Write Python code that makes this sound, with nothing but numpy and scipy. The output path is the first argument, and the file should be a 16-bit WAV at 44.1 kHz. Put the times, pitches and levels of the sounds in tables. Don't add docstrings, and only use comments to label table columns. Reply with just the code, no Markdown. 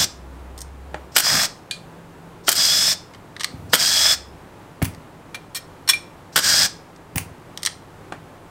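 import sys
import numpy as np
from scipy import signal
from scipy.fft import rfft, irfft, next_fast_len
from scipy.io import wavfile
from scipy.ndimage import uniform_filter1d

SR = 44100
rng = np.random.default_rng(int(sys.argv[2]) if len(sys.argv) > 2 else 0)


def generate_wav(signal):
    frames = np.transpose(np.atleast_2d(signal))
    scaled = np.clip(frames, -1, 1) * 32767
    pcm = np.round(scaled).astype(np.int16)
    wavfile.write(sys.argv[1], SR, pcm)


N = 374850
TIME = np.arange(N) / SR
# (frequency [Hz], gain [dB])
CASING_SPECTRUM = [(35, -18), (65, -2.5), (90, -1), (130, 1.5), (190, 0), (270, -3), (450, -19),
                   (900, -39.5)]


def from_db(db):
    return 10 ** (np.asarray(db) / 20)


def rms_one(x):
    return x / np.sqrt(np.mean(x ** 2) + 1e-20)


def drift(rate):
    knots = rng.standard_normal(int(2 * rate * N / SR) + 3)
    return rms_one(np.interp(2 * rate * TIME, np.arange(len(knots)), knots))


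def colour(x, spectrum):
    size = 2 * next_fast_len(len(x))
    octave = np.log2(np.maximum(np.fft.rfftfreq(size, 1 / SR), 10))
    hz, db = np.transpose(spectrum)
    log_gain = np.log(from_db(np.interp(octave, np.log2(hz), db)))
    cepstrum = irfft(log_gain)
    cepstrum[1:size // 2] *= 2
    cepstrum[size // 2 + 1:] = 0
    response = np.exp(rfft(cepstrum))
    return irfft(rfft(x, size) * response)[:len(x)]


def tone(hz, width_hz):
    wander = np.sqrt(2 * np.pi * abs(width_hz) / SR) * uniform_filter1d(rng.standard_normal(N), size=40)
    return np.sqrt(2) * np.sin(np.cumsum(2 * np.pi * hz / SR + wander))


def add(out, s, sound):
    at = int(np.clip(s * SR, 0, N - 1))
    out[at:at + len(sound)] += sound[:N - at]


def strikes(rows, spectrum, t60, rise_s, tail_db, tail_t60, bass_hz=1000, treble_hz=9000):
    out, t = np.zeros(N), np.arange(SR // 3) / SR
    decay = from_db(-60 * t / t60) + from_db(tail_db - 60 * t / tail_t60)
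    envelope = (1 - np.exp(-t / rise_s)) * decay
    for s, db, bright_db, *_ in rows:
        burst = colour(envelope * rng.standard_normal(len(t)), spectrum)
        burst = rms_one(burst) * np.sqrt(np.mean(envelope ** 2))
        tilt = [(bass_hz, -bright_db), (treble_hz, bright_db)]
        add(out, s, from_db(db) * colour(burst, tilt))
    return out


def ringing(rows, modes, others_db, spread_db=5.5, rise_s=0.00083, middle_hz=4500):
    out, t = np.zeros(N), np.arange(SR // 3) / SR
    for s, db, bright_db, favoured_hz in rows:
        for hz, mode_db, t60 in modes:
            apart = min(3 * abs(np.log2(hz / favoured_hz)), 1)
            tilt_db = bright_db * np.clip(np.log2(hz / middle_hz), -1, 1)
            strength_db = db + mode_db + tilt_db + others_db * apart
            strength_db += spread_db * rng.standard_normal()
            envelope = (1 - np.exp(-t / rise_s)) * from_db(strength_db - 60 * t / t60)
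            add(out, s, envelope * np.sin(2 * np.pi * (hz * t + rng.random())))
    return out


def trigger(start, free, stop, creep_db=-30, labour_db=-3.5, stall_db=-12, spin_up_s=0.025,
            brake_s=0.018, ease_s=0.028, ease_db=-0.95):
    shape = [(start - .05, -70), (start - .038, creep_db), (start - .016, creep_db),
             (start - .002, labour_db), (free - .02, labour_db - 8), (free, stall_db),
             (free + spin_up_s, ease_db), (free + spin_up_s + ease_s, 0),
             (stop - ease_s, 0), (stop, ease_db), (stop + brake_s, -24), (stop + 2 * brake_s, -70)]
    s, db = np.transpose(shape)
    level_db = np.interp(TIME, np.maximum.accumulate(s), db)
    return from_db(level_db) * (TIME > s[0]) * (TIME < s[-1])


def chatter(per_s, spread_db):
    impulses = (rng.random(N) < per_s / SR) * rng.standard_normal(N)
    return rms_one(impulses * from_db(spread_db * drift(260)))


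def gears():
    # (motor wound up [s], bolt free [s], trigger let go [s], tooth mesh when free [Hz],
    # then relative levels: rattle [dB], rumble [dB], casing shake [dB], growl [dB], whine [dB],
    # swell of the whine by the end [dB])
    pulls = [(-.3, -0.202, 0.045, 1628, -12.5, -26, -27, -37, -26.5, 0.5),
             (1.159, 1.222, 1.457, 1644, -14.5, -25, -39.5, -39, -33, 1.5),
             (2.479, 2.546, 2.9315, 1635, -13.5, -31, -41, -38.5, -28.5, 2.5),
             (3.734, 3.775, 4.141, 1617, -13, -28.5, -40.5, -35, -34.5, 13),
             (6.366, 6.418, 6.662, 1608, -12, -28.5, -35.5, -28, -33.5, 4)]
    # (multiple of the mesh rate [1], relative level [dB], line width [Hz])
    gear_tones = [(3, -2, 105), (5.33, -18, 70), (7.4, -22, 60)]
    # (frequency [Hz], gain [dB])
    gearbox = [(500, -30), (2700, -13.5), (3700, -8), (4300, -4), (4600, -3), (5100, -0.5), (5600, -1.5),
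               (6400, -7), (8500, -7), (9400, -18), (10800, -23.5), (13000, -16.5), (15500, -24.5)]
    # (frequency [Hz], gain [dB])
    thread = [(150, -16.5), (350, -20), (620, 0), (950, -3), (1700, 2.5), (2600, -4.5), (4000, -16.5)]
    # (centre [s], half length [s], change of rumble [dB], change of shake [dB])
    wobbles = [(1.362, .045, 3, 13.5), (2.6, 0.027, 2, 6), (4.073, 0.055, 4, -4), (6.619, 0.059, 4.5, 0.5)]
    speed_up_hz_per_s = 295
    drive_hz, drive_db, drive_lead_s = 8030, -47.5, 0.012
    whine_fade_s = 0.038

    running = sum(trigger(*pull[:3]) for pull in pulls)
    nearest = np.argmin([abs(TIME - pull[1]) for pull in pulls], axis=0)
    settings = np.array(pulls)[nearest].T
    start, free, stop, free_hz, rattle_db, rumble_db, shake_db, growl_db, whine_db, swell_db = settings
    spun_s = np.clip(TIME - free, 0, stop - free)
    mesh_hz = (free_hz + speed_up_hz_per_s * spun_s) * (1 + 0.00191 * drift(40))
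    whine_db = whine_db + swell_db * spun_s / (stop - free)
    for s, half_s, more_rumble_db, more_shake_db in wobbles:
        wobble = np.exp(-((TIME - s) / half_s) ** 2)
        rumble_db = rumble_db + more_rumble_db * wobble
        shake_db = shake_db + more_shake_db * wobble

    growl = from_db(growl_db) * tone(mesh_hz, width_hz=153)
    whine = from_db(whine_db + 3.9 * drift(80)) * tone(2 * mesh_hz, width_hz=70)
    load_db = (rattle_db + whine_db) / 2
    overtones = 0
    for multiple, db, width_hz in gear_tones:
        level_db = load_db + db + 2 * drift(70) + 1.5 * drift(5)
        overtones = overtones + from_db(level_db) * tone(multiple * mesh_hz, width_hz)
    rattle = from_db(rattle_db - 5.5) * rms_one(colour(chatter(per_s=14000, spread_db=1.0), gearbox))
    rumble = from_db(rumble_db - 1.5) * rms_one(colour(chatter(per_s=2500, spread_db=3.0), thread))
    shake = from_db(shake_db - 3.5) * rms_one(colour(rng.standard_normal(N), CASING_SPECTRUM))
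    drive_on = (TIME > start - drive_lead_s) * (TIME < stop)
    drive = from_db(drive_db) * drive_on * tone(drive_hz, width_hz=20)
    clear = np.clip((stop - TIME) / whine_fade_s, 0, 1) ** .5
    noises = rattle + rumble + shake
    return drive + running * (growl + running * clear * (whine + overtones) + noises)


def background():
    # (frequency [Hz], gain [dB])
    air_spectrum = [(13, -42), (22, -10.5), (70, -9), (97, -9), (124, -3.5), (168, -4), (209, -9),
                    (290, -6), (643, -11), (918, -11), (2470, -24.5), (2990, -27), (5620, -34.5),
                    (7810, -34.5), (15500, -42)]
    # (frequency [Hz], level [dB], line width [Hz])
    fan_tones = [(97.3, -55, 5), (166.6, -58, 6)]
    # (start [s], end [s], pitch at the start [Hz], pitch at the end [Hz], level [dB])
    hum_table = [(.25, .97, 62.9, 68.4, -39.5), (1.8, 2.3, 167.5, 167, -47.5), (4.05, 4.3, 67.4, 67.4, -46)]
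    air_db, fan_waver_db, hum_fade_s = -44, 2, 0.19

    air = from_db(air_db + .5 * drift(4.1)) * rms_one(colour(rng.standard_normal(N), air_spectrum))
    fan = sum(from_db(db + fan_waver_db * drift(1.0)) * tone(hz, width_hz)
              for hz, db, width_hz in fan_tones)
    hums = 0
    for start, end, start_hz, end_hz, db in hum_table:
        fade = np.interp(TIME, [start - hum_fade_s, start, end, end + hum_fade_s], [0, 1, 1, 0])
        pitch_hz = np.interp(TIME, [start, end], [start_hz, end_hz])
        hums = hums + fade * from_db(db) * tone(pitch_hz, width_hz=0.77)
    return air + fan + hums


def clicking():
    # (time [s], relative level [dB], brightness [dB], first touch re the click [dB], t60 [s])
    clicks = [(.588, -29, 8, 0.5, 0.03), (0.616, -24.5, 14.5, -5, 0.025), (3.1467, -29, -8.5, -1, 0.024),
              (3.3647, -18.5, -8, -27, 0.018), (3.407, -13.5, -2.5, -7, 0.057),
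              (3.444, -0.5, -1, -9, 0.017), (4.9473, -25, 0, -11, 0.011), (6.9617, -34.5, 3, -15, 0.016),
              (7.5744, -11, 1, -30, 0.013), (7.6314, -10.5, 4, -21, 0.022), (7.661, -2, 4, -6.5, 0.023),
              (7.671, -7, -3.5, -15, 0.028)]
    # (frequency [Hz], gain [dB])
    click_colour = [(530, -44), (900, -15), (1180, -5.5), (1480, -12), (1930, 2), (2600, -13.5), (3030, -3),
                    (5440, -3), (7500, -10), (8650, -4.5), (10300, -20.5), (12800, -18), (15500, -30)]
    first_touch_s = .0103
    out = np.zeros(N)
    for s, db, bright_db, first_db, t60 in clicks:
        touches = [(s - first_touch_s, db + first_db, bright_db), (s, db, bright_db)]
        out += strikes(touches, click_colour, t60, rise_s=0.0004, tail_db=-25.0, tail_t60=0.12, bass_hz=1520)
    return from_db(-8) * out


def knocking():
    # (time [s], relative level [dB], brightness [dB])
    knocks = [(0.943, -13, -1), (4.818, -9, 3), (7.159, -19.5, 2.5), (8.122, -13, 2)]
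    # (frequency [Hz], gain [dB])
    knock_colour = [(88, -29.5), (150, -0.5), (477, -2.5), (844, 0), (1160, -6), (1490, -3), (5520, -29.5),
                    (8710, -29.5), (14000, -59)]
    return from_db(-6) * strikes(knocks, knock_colour, t60=0.021, rise_s=0.00053, tail_db=-14,
                                 tail_t60=0.19, treble_hz=5000)


def hammer_blows():
    # (first stroke [s], period [s], strokes [1], second hit after [s], relative level [dB],
    # loss per stroke [dB], depth of the first blow [dB], brightness of later blows [dB])
    bursts = [(1.1632, .0175, 3, 0.0043, 1, 4.5, -0.5, 4), (2.481, .036, 3, .0088, .5, 8.5, 7, 7),
              (3.733, .0145, 2, .006, 2.5, 7.5, 5.5, 3.5), (6.359, .0138, 3, .004, -0.5, 3, 1, -1)]
    brighten_s = .0065
    rows = []
    for first, period_s, strokes, second_s, db, loss_db, depth_db, bright_db in bursts:
        for k in range(round(strokes)):
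            for late_s in (k * period_s, k * period_s + second_s):
                slack = np.exp(-(late_s / brighten_s) ** 2)
                tilt_db = bright_db * (1 - slack) - depth_db * slack
                rows.append((first + late_s, db - k * loss_db, tilt_db))
    return rows


def hammering():
    # (frequency [Hz], gain [dB])
    anvil = [(88, -54), (150, -15), (388, -9), (781, -5.5), (985, -6.5), (1480, 0.5), (2600, -8), (3220, 1),
             (3550, -5), (5030, -3.5), (6110, -9), (8490, -5), (10900, -15), (12800, -7), (15500, -19)]
    return from_db(-4.5) * strikes(hammer_blows(), anvil, t60=.023, rise_s=0.00067, tail_db=-24.5,
                                   tail_t60=0.24)


def pinging():
    # (time [s], relative level [dB], brightness [dB], mode the others are set against [Hz])
    snap = [(1.71, -8, 0, 2440)]
    # (frequency [Hz], gain [dB])
    ping_colour = [(710, -47.5), (1200, -23), (1600, -8), (2280, -13), (2380, -18), (2980, -4.5),
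                   (4200, 0.5), (5310, -11), (8700, -8.5), (15500, -35)]
    # (frequency [Hz], relative level [dB], t60 [s])
    bolt_modes = [(2430, -11.5, 0.12), (3740, -30, .16), (4064, -28, .16), (4440, -25, .14),
                  (4570, -25, .16), (6250, -26, .08), (8500, -14, .08)]
    burst = strikes(snap, ping_colour, t60=.016, rise_s=0.00094, tail_db=-19, tail_t60=0.23)
    return from_db(-5) * burst + from_db(-11.5) * ringing(snap, bolt_modes, others_db=3.5)


def bench(count=3):
    # (time [s], relative level [dB], contact time [s])
    thumps = [(3.531, -25, 0.0032), (4.8164, -10, .0022), (7.151, -16.5, 0.0034)]
    # (frequency [Hz], relative level [dB], t60 [s])
    bench_modes = [(48.1, -12, .1), (73, -2, 0.093), (101.3, -0.5, 0.15), (129, 0, 0.094),
                   (160.4, 1, 0.079), (214, -2, 0.069), (263, -2, 0.094), (339, -3, 0.04), (492, -4, 0.059)]
    rock_s, rock_db, rock_loss_db, rock_contact_s = .05, -31, 0.5, 0.0036
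    push, t = np.zeros(N), np.arange(SR // 2) / SR
    rocks = [(s + (k + 1) * rock_s, rock_db - k * rock_loss_db, rock_contact_s)
             for s, *_ in thumps for k in range(count)]
    for s, db, contact_s in thumps + rocks:
        force = np.sin(np.pi * np.minimum(t / contact_s, 1)) ** 2
        add(push, s, from_db(db) * force / force.sum())
    boom = np.zeros(len(t))
    for k, (hz, db, t60) in enumerate(bench_modes):
        boom += (-1) ** k * from_db(db - 60 * t / t60) * np.sin(2 * np.pi * hz * t)
    return from_db(-2.5) * signal.fftconvolve(push, boom)[:N]


def shifting():
    shift_s, shift_half_s, shift_db = 3.62, 0.13, -41.5
    swell = np.exp(-((TIME - shift_s) / shift_half_s) ** 2)
    return from_db(shift_db) * swell * rms_one(colour(rng.standard_normal(N), CASING_SPECTRUM))


def setting_down():
    # (heel [s], relative level of the heel [dB], delay until flat [s], relative level then [dB])
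    set_downs = [(4.8246, -8, .0275, -10.5), (7.1579, -10.5, .0225, -3.5)]
    # (frequency [Hz], gain [dB])
    tool_colour = [(350, -27), (600, -7), (1650, -10), (2190, -0.5), (4050, -13.5), (5180, -10),
                   (7590, -10.5), (9570, -6.5), (12400, -9), (14000, -26), (15600, -9)]
    tip_lead_s, tip_db = .007, -13
    socket_hz, socket_db, socket_t60 = 15420, -25, .08
    rows = []
    for s, heel_db, flat_s, flat_db in set_downs:
        rows += [(s, heel_db, 0, socket_hz),
                 (s + flat_s - tip_lead_s, tip_db, 0, socket_hz),
                 (s + flat_s, flat_db, 0, socket_hz)]
    clack = strikes(rows, tool_colour, t60=0.018, rise_s=0.00052, tail_db=-17.5, tail_t60=0.19)
    ring = ringing(rows, [(socket_hz, socket_db, socket_t60)], others_db=0)
    return from_db(-7.5) * clack + ring


def plate_touches():
    # (time [s], relative level [dB], brightness [dB], touches [1], favoured ring [Hz])
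    clanks = [(5.3445, -15.5, -4.5, 1, 2370), (5.5472, -14, 3, 4, 8200), (5.8763, -12, -2, 1, 4380),
              (5.8888, 2.5, 1, 2, 8200), (5.9336, -12, -2, 1, 2370)]
    spacing_s, loss_db = .0075, 1
    return [(s + k * spacing_s, db - k * loss_db, bright_db, ring_hz)
            for s, db, bright_db, touches, ring_hz in clanks for k in range(round(touches))]


def clanking():
    # (frequency [Hz], gain [dB])
    plate_colour = [(350, -51.5), (600, -18.5), (1710, -5.5), (1830, -7.5), (3610, -4.5), (4310, -1),
                    (4750, -12), (8520, -8.5), (9630, -18), (11200, -14.5), (15500, -20)]
    # (frequency [Hz], relative level [dB], t60 [s])
    plate_modes = [(1090, -16, .06), (1852, -8, .1), (2372, -9, .09), (3210, -11, .06), (3445, -12, .07),
                   (4278, -12, .07), (4365, -10, .07), (5240, -10, .06), (5523, -5, .07), (6417, -14, .06),
                   (8129, -16, .07), (8220, -19, .06), (8748, -15, .07), (10980, -10, .07),
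                   (13440, -14, .08), (14200, -15, .06)]
    touches = plate_touches()
    clank = strikes(touches, plate_colour, t60=0.061, rise_s=0.002, tail_db=-40, tail_t60=0.094, bass_hz=2300)
    return from_db(-10.5) * clank + from_db(-7.0) * ringing(touches, plate_modes, others_db=-5.5)


def workshop(x, wet_db, t60, bench_db, bench_s, treble_t60=.25, split_hz=8000):
    # (frequency [Hz], gain [dB])
    room_colour = [(60, 1), (300, 3), (1500, -2), (5000, -2), (8000, -3), (11000, -5.5), (15000, -10)]
    t = np.arange(SR) / SR
    white = rng.standard_normal(SR)
    lowpass = signal.butter(2, min(split_hz, .4 * SR), fs=SR, output="sos")
    low = signal.sosfiltfilt(lowpass, white)
    tail = low * from_db(-60 * t / t60) + (white - low) * from_db(-60 * t / treble_t60)
    tail *= 1 - np.exp(-t / .008)
    tail = colour(tail / np.sqrt(np.sum(tail ** 2)), room_colour)
    bounce = np.interp(TIME - bench_s, TIME, x, left=0)
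    return x + from_db(bench_db) * bounce + from_db(wet_db) * signal.fftconvolve(x, tail)[:N]


def scene():
    sources = gears() + clicking() + knocking() + hammering() + pinging()
    sources += bench() + shifting() + setting_down() + clanking()
    mono = workshop(sources, wet_db=-13.0, t60=0.32, bench_db=-29, bench_s=.0017) + background()
    return np.array([mono, mono])


def record(dry):
    cutoff_hz = 15750
    lowpass = signal.ellip(10, .05, 60, cutoff_hz, fs=SR, output="sos")
    return signal.sosfiltfilt(lowpass, np.clip(dry, -1, 1))


dry = scene()
out = record(dry)
generate_wav(out)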